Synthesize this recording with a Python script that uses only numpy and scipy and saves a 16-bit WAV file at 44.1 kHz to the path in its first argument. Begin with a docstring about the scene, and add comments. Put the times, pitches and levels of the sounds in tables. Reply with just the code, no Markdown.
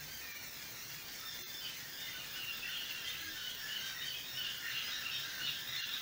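"""Waterbirds squabbling at night

A colony, probably gulls, chatters across open water and grows more excited. Single shrill, raspy
cries stand out, and the shore smears them with echoes. Each cry is a bending, shaking tone made of
four partials (1, 2, 3 and 4 times its pitch). Beneath lie faint hoots, the low rumble of a far town
and the thin hiss of a mono microphone."""
import sys
import numpy as np
from scipy import signal
from scipy.fft import rfft, irfft, next_fast_len
from scipy.io import wavfile

SR = 44100
rng = np.random.default_rng(int(sys.argv[2]) if len(sys.argv) > 2 else 0)


def dump(signal):
    """Clip the signal to [-1, 1] and save it as 16-bit WAV at the path in sys.argv[1]."""
    limited = np.clip(np.atleast_2d(signal).T, -1, 1)
    pcm = np.round(limited * 32767).astype(np.int16)
    wavfile.write(sys.argv[1], SR, pcm)


N = 265393
TIME = np.arange(N) / SR


def gain_of(db):
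    """Turns decibels into a number to multiply a sound by."""
    return 10 ** (np.asarray(db) / 20)


def evened(x):
    """Scales a signal to an average strength (rms) of 1."""
    return x / np.sqrt(np.mean(abs(x) ** 2) + 1e-20)


def value_at(points, hz):
    """Reads between the rows of a (frequency, value) table, giving each octave equal room."""
    known_hz, values = np.transpose(points)
    return np.interp(np.log(hz + 1), np.log(known_hz + 1), values)


def add(mix, start_s, sound):
    """Adds a sound to the mix, dropping what sticks out at either end."""
    start = round(start_s * SR)
    sound = sound[..., max(-start, 0):]
    part = mix[..., max(start, 0):][..., :sound.shape[-1]]
    part += sound[..., :part.shape[-1]]


def wander(size, rate_hz):
    """A random wobble of strength 1, no faster than about rate_hz."""
    padded = next_fast_len(size + 2048)
    hz = np.fft.rfftfreq(padded, 1 / SR)
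    keep_slow = np.exp(-.5 * (hz / rate_hz) ** 2)
    return evened(irfft(rfft(rng.standard_normal(padded)) * keep_slow, padded))[:size]


def coloured(x, spectrum):
    """Turns each frequency up or down by the decibels in a table."""
    padded = next_fast_len(N + 2048)
    gain = gain_of(value_at(spectrum, np.fft.rfftfreq(padded, 1 / SR)))
    return irfft(rfft(x, padded) * gain, padded)[:N]


def noise(spectrum):
    """Steady noise of strength 1, shaped by a table."""
    return evened(coloured(rng.standard_normal(N), spectrum))


def low_notes(rows, waver):
    """Soft low notes that swell and fade, their pitch a little unsteady."""
    out = np.zeros(N)
    for start_s, length_s, hz, db in rows:
        size = int(length_s * SR)
        phase = 2 * np.pi * np.cumsum(hz * (1 + waver * wander(size, 40))) / SR
        add(out, start_s, gain_of(db) * evened(np.hanning(size) * np.sin(phase)))
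    return out


def cry(length_s, top_hz, scoop, drop, top_at, rasp, waver):
    """One bird's cry as four partials: the pitch rises, then falls, and rasp (0 to 1) roughens it."""
    # scoop and drop: how far below top_hz it starts and ends, as shares of that pitch
    # top_at: how far through the cry the pitch is highest; waver: the size of its slow wobble
    size = int(max(length_s, .03) * SR)
    progress = np.linspace(0, 1, size)
    roughness = np.sqrt(np.clip(rasp * (1 + .87 * (progress - .5)), 0, 1))  # the voice breaks at the end
    top_at = np.clip(top_at, .05, .95)
    rise = scoop * (1 - progress / top_at) ** 2
    fall = drop * ((progress - top_at).clip(0) / (1 - top_at)) ** 1.4
    hz = top_hz * (1 - np.where(progress < top_at, rise, fall))
    hz *= 1 + waver * wander(size, 45.4) + .026 * roughness * wander(size, 334)
    flutter = 1 + .26 * wander(size, 54)
    rattle = 1 + .91 * roughness * wander(size, 354)
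    loudness = np.sin(np.pi * progress).clip(0) ** .27 * evened(flutter * rattle)
    phase = 2 * np.pi * (np.cumsum(hz) / SR + rng.random())
    return np.sqrt(2) * loudness * np.sin(np.arange(1, 5)[:, None] * phase)


def calls(rows, top_at, rasp, waver, partials_db):
    """Plays a table of cries in one kind of voice; each row's level is relative to the others."""
    out = np.zeros(N)
    for start_s, length_s, top_hz, scoop, drop, db in rows:
        partials = cry(length_s, top_hz, scoop, drop, top_at, rasp, waver)
        add(out, start_s, gain_of(db + np.array(partials_db)) @ partials)
    return out


def with_neighbours(rows, within_s=.05, pitch_spread=.06, fainter_db=10.5):
    """Each cry sets off two neighbours, a little later, fainter and at their own pitch."""
    replies = []
    for start_s, length_s, top_hz, scoop, drop, db in rows:
        for late, voice in rng.random((2, 2)):
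            hz = top_hz * (1 + pitch_spread * (2 * voice - 1))
            replies.append((start_s + within_s * late, length_s, hz, scoop, drop, db - fainter_db))
    return list(rows) + replies


# The tone of the far town: frequency_hz, relative_db
RUMBLE_SPECTRUM = [(15, -2), (28, -19), (45, -8), (65, -1), (100, -0.5), (150, -2), (230, -1), (400, -4.5),
                   (700, -6), (1150, -6.5), (1600, -27), (2500, -56)]

def town_rumble():
    """A far town: low noise that heaves gently."""
    return gain_of(-61 + wander(N, 10.5)) * noise(RUMBLE_SPECTRUM)


# Soft swells of the town's drone: start_s, length_s, pitch_hz, level_db
DRONE_SWELLS = [(-.03, .16, 149, -62.5), (-.1, .5, 65, -71), (2.6, 1.4, 81, -72.5),
                (4.27, 0.15, 135.8, -65.5), (5.12, 0.13, 131, -65.5), (5.42, 0.13, 143.7, -62),
                (5.6, 0.23, 129.5, -64.5)]

def town_drone(level_db=-70, centre_hz=136, width_hz=22, heave_db=2.5):
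    """A narrow band of distant rumble that heaves at random and now and then swells."""
    wobble = wander(N, width_hz) + 1j * wander(N, width_hz)
    band = evened((wobble * np.exp(2j * np.pi * centre_hz * TIME)).real)  # moved up to centre_hz
    return gain_of(level_db + heave_db * wander(N, 3.3)) * band + low_notes(DRONE_SWELLS, waver=.027)


# The tone of the hiss: frequency_hz, relative_db
HISS_SPECTRUM = [(800, -16.5), (1200, -13), (3000, -19), (8000, -15), (11500, -17.5), (13900, -15),
                 (16000, -9.5)]

def microphone_hiss():
    """The microphone's own thin, steady noise."""
    return gain_of(-56) * noise(HISS_SPECTRUM)


# The tone of the sizzle: frequency_hz, relative_db
SIZZLE_SPECTRUM = [(12500, -49), (13900, -22), (14500, -4), (15150, 8), (15900, -6), (16500, -20)]
# Faint electrical tones: pitch_hz, level_db
WHINE_TONES = [(6448, -71), (12897, -82)]

def microphone_sizzle():
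    """A very high, fluttering sizzle with a steady electrical whine."""
    sizzle = gain_of(-53 + 1.5 * wander(N, 17)) * noise(SIZZLE_SPECTRUM)
    whine = sum(gain_of(db) * evened(np.sin(2 * np.pi * hz * TIME)) for hz, db in WHINE_TONES)
    return sizzle + whine


# The tone of the farthest birds: frequency_hz, relative_db
FAR_BIRD_SPECTRUM = [(900, -33), (1250, -11), (1750, 7.5), (2300, 8.5), (2700, -2), (3300, -29),
                     (3900, -23), (4500, 2.5), (5000, -8.5), (5700, 4), (6600, 4.5), (7400, 0),
                     (8500, -7.5)]

def far_birds():
    """Birds so far off that they blur into a flickering wash of noise."""
    return gain_of(-55 + 2.07 * wander(N, 17)) * noise(FAR_BIRD_SPECTRUM)


# The range of voices in the crowd: share_of_birds_lower, pitch_hz
CROWD_PITCHES = [(0, 1208), (.1, 1352), (.35, 1494), (.6, 1697), (.85, 1858), (1, 2175)]
# How excited the crowd is: time_s, above_calm_db
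CROWD_EXCITEMENT = [(0, -1), (1.2, -0.1), (1.9, 1), (2.7, 5), (3.9, 5), (4.22, -2), (4.45, 6.5),
                    (4.62, 6.5), (4.8, 8), (5.3, 5), (6.02, 8)]

def crowd(count=420, spread_db=3, calm_db=(-57, -57, -57, -63.5), follow=(1, .92, .19, .21)):
    """Hundreds of overlapping cries; each partial rises from calm by its own share of the excitement."""
    partials = np.zeros((4, N))
    for k, (when, voice, length, near, rasp, top_at) in enumerate(rng.random((count, 6))):
        hz = np.interp(voice, *np.transpose(CROWD_PITCHES))
        sound = cry(.05 + .11 * length, hz, scoop=.08 * top_at, drop=.11 * (1 - top_at),
                    top_at=top_at, rasp=.73 * rasp, waver=.0091)
        start_s = (k + when) / count * (TIME[-1] + .15) - .15  # already calling as the scene opens
        add(partials, start_s, gain_of(spread_db * (2 * near - 1)) * sound)
    excitement_db = np.interp(TIME, *np.transpose(CROWD_EXCITEMENT))
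    return sum(gain_of(db + share * excitement_db) * evened(partial)
               for db, share, partial in zip(calm_db, follow, partials))


# Mellow cries: start_s, length_s, top_pitch_hz, scoop_share, drop_share, level_db, rasp_0_to_1
MEW_CRIES = [(-.04, 0.068, 1683, .01, 0.055, -59, 0.24), (.2, 0.17, 1840, .013, .046, -55.5, .25),
             (1.193, 0.087, 1298, 0.027, .02, -50, 0.1), (1.769, .14, 1905, 0.025, 0.053, -58.5, 0.5),
             (2.03, .11, 2090, .024, 0.063, -54, .4), (2.136, 0.058, 1494, .012, .029, -55, 0.16),
             (2.35, 0.049, 1510, .01, .04, -54.5, 0.4), (2.638, .065, 1934, .025, 0.062, -49.5, .5),
             (2.69, .039, 1543, .018, 0.032, -50, 0.3), (3.044, 0.14, 2016, .016, 0.045, -55, 0.4),
             (3.17, .15, 1674, .01, 0.051, -53.5, .2), (3.34, 0.11, 1478, .011, .025, -54, 0.1),
             (3.601, .21, 1724, 0.016, .025, -50.5, 0.31), (3.791, .16, 1562, .008, 0.017, -51.5, 0.12),
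             (3.945, .12, 1976, 0.063, .083, -50.5, 0.35), (4.38, .054, 1519, .023, .034, -56, 0.6),
             (4.62, 0.12, 1850, 0.014, 0.064, -47, .8), (4.651, 0.11, 1566, 0.012, 0.037, -55, 1),
             (4.681, .094, 2076, .023, 0.052, -54, .9), (4.92, .13, 1786, .014, .059, -50, 1),
             (5.217, .15, 1615, 0.026, .039, -49.5, 0.44), (5.35, 0.083, 1555, .012, .096, -48.5, 0.34),
             (5.67, 0.13, 2044, .073, .053, -54, 0.6), (5.761, 0.064, 1768, .008, 0.06, -51, .6)]

def mews():
    """Mews, strongest in the lowest partial; the later ones tend to be hoarser."""
    return sum(calls([row], top_at=.304, rasp=rasp, waver=.008, partials_db=(1.5, -34, -16, -15))
               for *row, rasp in MEW_CRIES)


# Soft cries: start_s, length_s, top_pitch_hz, scoop_share, drop_share, level_db
WHIMPER_CRIES = [(.205, 0.069, 1253, .004, 0.042, -56), (.27, 0.068, 1195, .003, .02, -55),
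                 (.32, 0.066, 1175, 0.003, 0.01, -49.5), (.63, 0.077, 1200, 0.017, .03, -62),
                 (.89, 0.049, 1405, 0.025, 0.03, -58), (.97, 0.084, 1245, .01, 0.074, -61)]

def whimpers():
    """Smooth whimpers that peak early and then sink."""
    return calls(WHIMPER_CRIES, top_at=.24, rasp=.02, waver=.0035, partials_db=(-9, 2, -18, -31))


# Brief dips in the background: middle_s, half_length_s, depth_db
BACKGROUND_DIPS = [(.332, 0.013, -13), (1.448, 0.018, -24), (5.834, 0.02, -26)]

def dips():
    """A volume curve that sinks for an instant now and then."""
    return gain_of(sum(db * np.exp(-((TIME - middle_s) / half_s) ** 4)
                       for middle_s, half_s, db in BACKGROUND_DIPS))


# Thin cries: start_s, length_s, top_pitch_hz, scoop_share, drop_share, level_db
SQUEAL_CRIES = [(.75, 0.18, 1910, 0.028, 0.022, -63), (.86, 0.16, 1490, 0.0185, 0.043, -64),
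                (1.25, 0.092, 1815, .02, .05, -56), (1.53, .1, 1777, .01, 0.072, -56),
                (1.62, 0.05, 1570, 0.023, 0.043, -55.5), (3.59, 0.064, 1826, 0.014, 0.016, -55),
                (3.8, 0.15, 1846, 0.022, 0.021, -57), (4.05, 0.073, 1530, 0.023, 0.075, -55),
                (4.3, 0.11, 1830, 0.0203, 0.054, -54.5), (4.85, 0.069, 1693, 0.053, .01, -52),
                (4.92, 0.11, 1860, 0.11, 0.035, -57), (5.1, 0.12, 1840, .05, 0.056, -55)]

def squeals():
    """Thin squeals, strongest in the third partial."""
    return calls(SQUEAL_CRIES, top_at=.47, rasp=.15, waver=.0094, partials_db=(-6, -11, 0, -22))


# Shrill cries: start_s, length_s, top_pitch_hz, scoop_share, drop_share, level_db
WAIL_CRIES = [(1.19, 0.046, 1795, .02, .005, -61), (1.235, 0.125, 1812, 0.008, 0.03, -53),
              (1.36, 0.09, 1735, 0.012, 0.027, -59.5), (1.495, 0.12, 1792, 0.0074, 0.028, -55.5),
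              (1.985, 0.081, 1810, 0.0067, 0.0027, -50), (2.08, 0.11, 1803, .003, .004, -59),
              (2.53, 0.1, 1815, 0.04, 0.07, -54.5), (2.69, 0.076, 1810, 0.052, 0.025, -53),
              (3.295, 0.056, 1820, 0.012, .02, -54.5), (3.36, 0.12, 1894, 0.028, 0.039, -58),
              (3.8, 0.12, 1870, .025, 0.0067, -54), (3.98, 0.066, 1856, 0.014, 0.015, -50.5),
              (4.227, 0.181, 1857, 0.0256, 0.03, -55), (5.11, 0.071, 1870, 0.044, 0.038, -47),
              (5.2, 0.067, 1897, 0.026, 0.0097, -53), (5.67, 0.062, 1883, 0.058, 0.0092, -47.5),
              (5.735, 0.041, 1822, 0.0057, 0.023, -44.5), (5.76, 0.097, 2100, 0.037, 0.094, -50)]

def wails():
    """Clear, shrill wails that hold their pitch almost level."""
    return calls(WAIL_CRIES, top_at=.366, rasp=.04, waver=.007, partials_db=(-9, 2.2, -11.5, -17))


# Low calls from afar: start_s, length_s, pitch_hz, level_db
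FAR_HOOTS = [(1.379, 0.11, 368, -65.5), (3.17, 0.23, 319, -64)]

def hoots():
    """Faint hoots, each a single soft tone."""
    return low_notes(FAR_HOOTS, waver=.012)


# Hooked cries: start_s, length_s, top_pitch_hz, scoop_share, drop_share, level_db
YELP_CRIES = [(1.61, 0.08, 1555, 0.014, 0.064, -47), (1.97, 0.15, 1465, 0.021, 0.043, -52.5),
              (2.136, 0.09, 1475, 0.015, 0.081, -50.5), (2.335, 0.12, 1463, 0.076, 0.053, -46),
              (2.465, 0.056, 1405, 0.019, 0.044, -45), (2.725, 0.072, 1630, .03, 0.042, -47.5),
              (2.785, 0.059, 1470, .01, 0.043, -45.5), (2.88, 0.049, 1412, 0.027, 0.066, -46),
              (2.98, .1, 1375, 0.014, 0.042, -52.5), (3.36, 0.16, 1537, 0.0274, 0.071, -48),
              (3.68, 0.059, 1484, 0.059, 0.014, -44), (3.72, .085, 1508, 0.029, 0.078, -44.5),
              (4.01, 0.14, 1560, 0.083, 0.09, -45), (4.13, 0.091, 1280, 0.02, 0.039, -50),
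              (4.345, .135, 1505, 0.08, 0.12, -41.5), (4.69, 0.059, 1430, 0.028, 0.051, -51),
              (5.03, 0.089, 1374, 0.061, 0.065, -44.5), (5.13, 0.053, 1295, 0.015, .01, -48.5),
              (5.395, 0.12, 1478, .06, 0.1, -42), (5.5, 0.033, 1363, 0.0086, .05, -52),
              (5.78, 0.083, 1413, 0.027, 0.047, -47)]

def yelps():
    """Yelps that hook up and then fall, with neighbours joining in."""
    rows = with_neighbours(YELP_CRIES)
    return calls(rows, top_at=.354, rasp=.14, waver=.009, partials_db=(-14, 0, -16, -23))


# Harsh cries: start_s, length_s, top_pitch_hz, scoop_share, drop_share, level_db
SQUAWK_CRIES = [(1.62, .07, 1570, 0.023, 0.06, -59), (1.64, 0.13, 1300, 0.021, 0.025, -59),
                (1.71, 0.063, 1490, 0.027, 0.052, -65), (2.7, 0.1, 1480, 0.034, 0.039, -50),
                (3.102, .08, 1395, 0.017, 0.02, -53.5), (4.42, .09, 1780, 0.023, 0.068, -52.5),
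                (4.674, 0.16, 1415, 0.039, 0.033, -47), (4.687, 0.1, 1840, 0.026, 0.023, -54),
                (4.72, 0.088, 2090, 0.016, 0.028, -58), (4.755, 0.079, 1646, 0.044, 0.041, -50),
                (5.41, 0.071, 2160, 0.022, .03, -52), (5.11, 0.1, 1597, 0.04, 0.026, -49),
                (5.47, 0.082, 1690, 0.042, 0.075, -51), (5.79, 0.22, 1730, 0.019, 0.013, -52)]

def squawks():
    """Squawks, made harsh by fast shaking of pitch and loudness."""
    rows = with_neighbours(SQUAWK_CRIES)
    return calls(rows, top_at=.537, rasp=.92, waver=.0117, partials_db=(-28, 2.5, -12.5, -39))


# Short cries: start_s, length_s, top_pitch_hz, scoop_share, drop_share, level_db
YIP_CRIES = [(2.62, 0.054, 1365, 0.077, .005, -40.5), (2.68, 0.046, 1550, 0.11, 0.0055, -46),
             (2.85, 0.027, 1693, 0.029, 0.0092, -46), (2.935, 0.038, 1410, 0.052, .005, -50),
             (2.97, 0.055, 1616, 0.03, .02, -49), (3.043, 0.043, 1577, 0.034, .005, -39.5),
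             (3.065, 0.057, 1827, 0.069, 0.028, -44), (3.12, 0.042, 1514, 0.085, .005, -47),
             (3.16, 0.056, 1670, 0.067, .01, -52), (3.488, 0.05, 1657, 0.037, .01, -44),
             (3.805, 0.077, 1610, 0.11, .01, -46), (4.14, 0.054, 1643, 0.033, 0.017, -44.5),
             (4.475, 0.052, 1552, 0.087, 0.014, -46), (4.83, 0.057, 1540, 0.07, .01, -47),
             (4.909, 0.058, 1904, 0.044, .02, -39.5), (5.455, 0.063, 1890, .08, 0.012, -40),
             (5.555, 0.047, 1590, 0.048, .01, -50), (5.915, 0.047, 1920, 0.059, .05, -37.5),
             (5.975, 0.044, 1660, 0.083, .005, -52)]

def yips():
    """Quick yips that sweep up to a late peak."""
    rows = with_neighbours(YIP_CRIES)
    return calls(rows, top_at=.69, rasp=.12, waver=.008, partials_db=(-28, -2.8, -21, -23))


# How long the shore's echoes take to fade by 60 dB: frequency_hz, fade_s
ECHO_FADES = [(1000, 0.062), (3000, 0.5), (7000, 0.77)]

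def shore(x, echo_share, echoes_per_s=2000, first_echo_s=.004):
    """The direct sound plus scattered echoes from water and banks; high notes linger longest."""
    clicks = rng.choice([-1., 1.], SR) * (rng.random(SR) < echoes_per_s / SR)
    clicks[:int(first_echo_s * SR)] = 0
    hz, delay_s, bands = signal.stft(clicks, SR, nperseg=256)
    fade = gain_of(-60 * delay_s / value_at(ECHO_FADES, hz)[:, None])
    tail = signal.istft(bands * fade, SR, nperseg=256)[1]
    echoes = evened(signal.fftconvolve(x, tail)[:N]) * x.std()
    return np.sqrt(1 - echo_share) * x + np.sqrt(echo_share) * echoes


# What the birds' throats and the night air let through: frequency_hz, gain_db
THROAT_AND_AIR = [(900, -14), (1250, -6), (1500, -1), (4300, 1), (4800, 2.5), (5400, 2), (6100, 1.5),
                  (6900, 0), (7800, -15), (10000, -21)]

def colony():
    """Drawn-out calls, sharp squabbling and the crowd, all echoing off the shore."""
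    held = gain_of(1.5) * (mews() + wails() + squeals() + whimpers())
    birds = shore(held, echo_share=.38)
    sharp = gain_of(.28) * (yelps() + yips() + squawks())
    birds += shore(sharp, echo_share=.42)
    birds += shore(crowd(), echo_share=.23)
    return coloured(birds, THROAT_AND_AIR)


def scene():
    """Birds near and far over the town and the microphone's noise, alike in both channels."""
    mono = colony() + hoots() + town_drone()
    mono += dips() * (far_birds() + town_rumble() + microphone_hiss()) + microphone_sizzle()
    return np.array([mono, mono])


def record(dry, cutoff_hz=15800):
    """The recorder cuts off the very highest treble."""
    low_pass = signal.firwin(801, cutoff_hz, window=("kaiser", 9), fs=SR)
    return signal.oaconvolve(dry, low_pass[None], "same")


dry = scene()
out = record(dry)
dump(out)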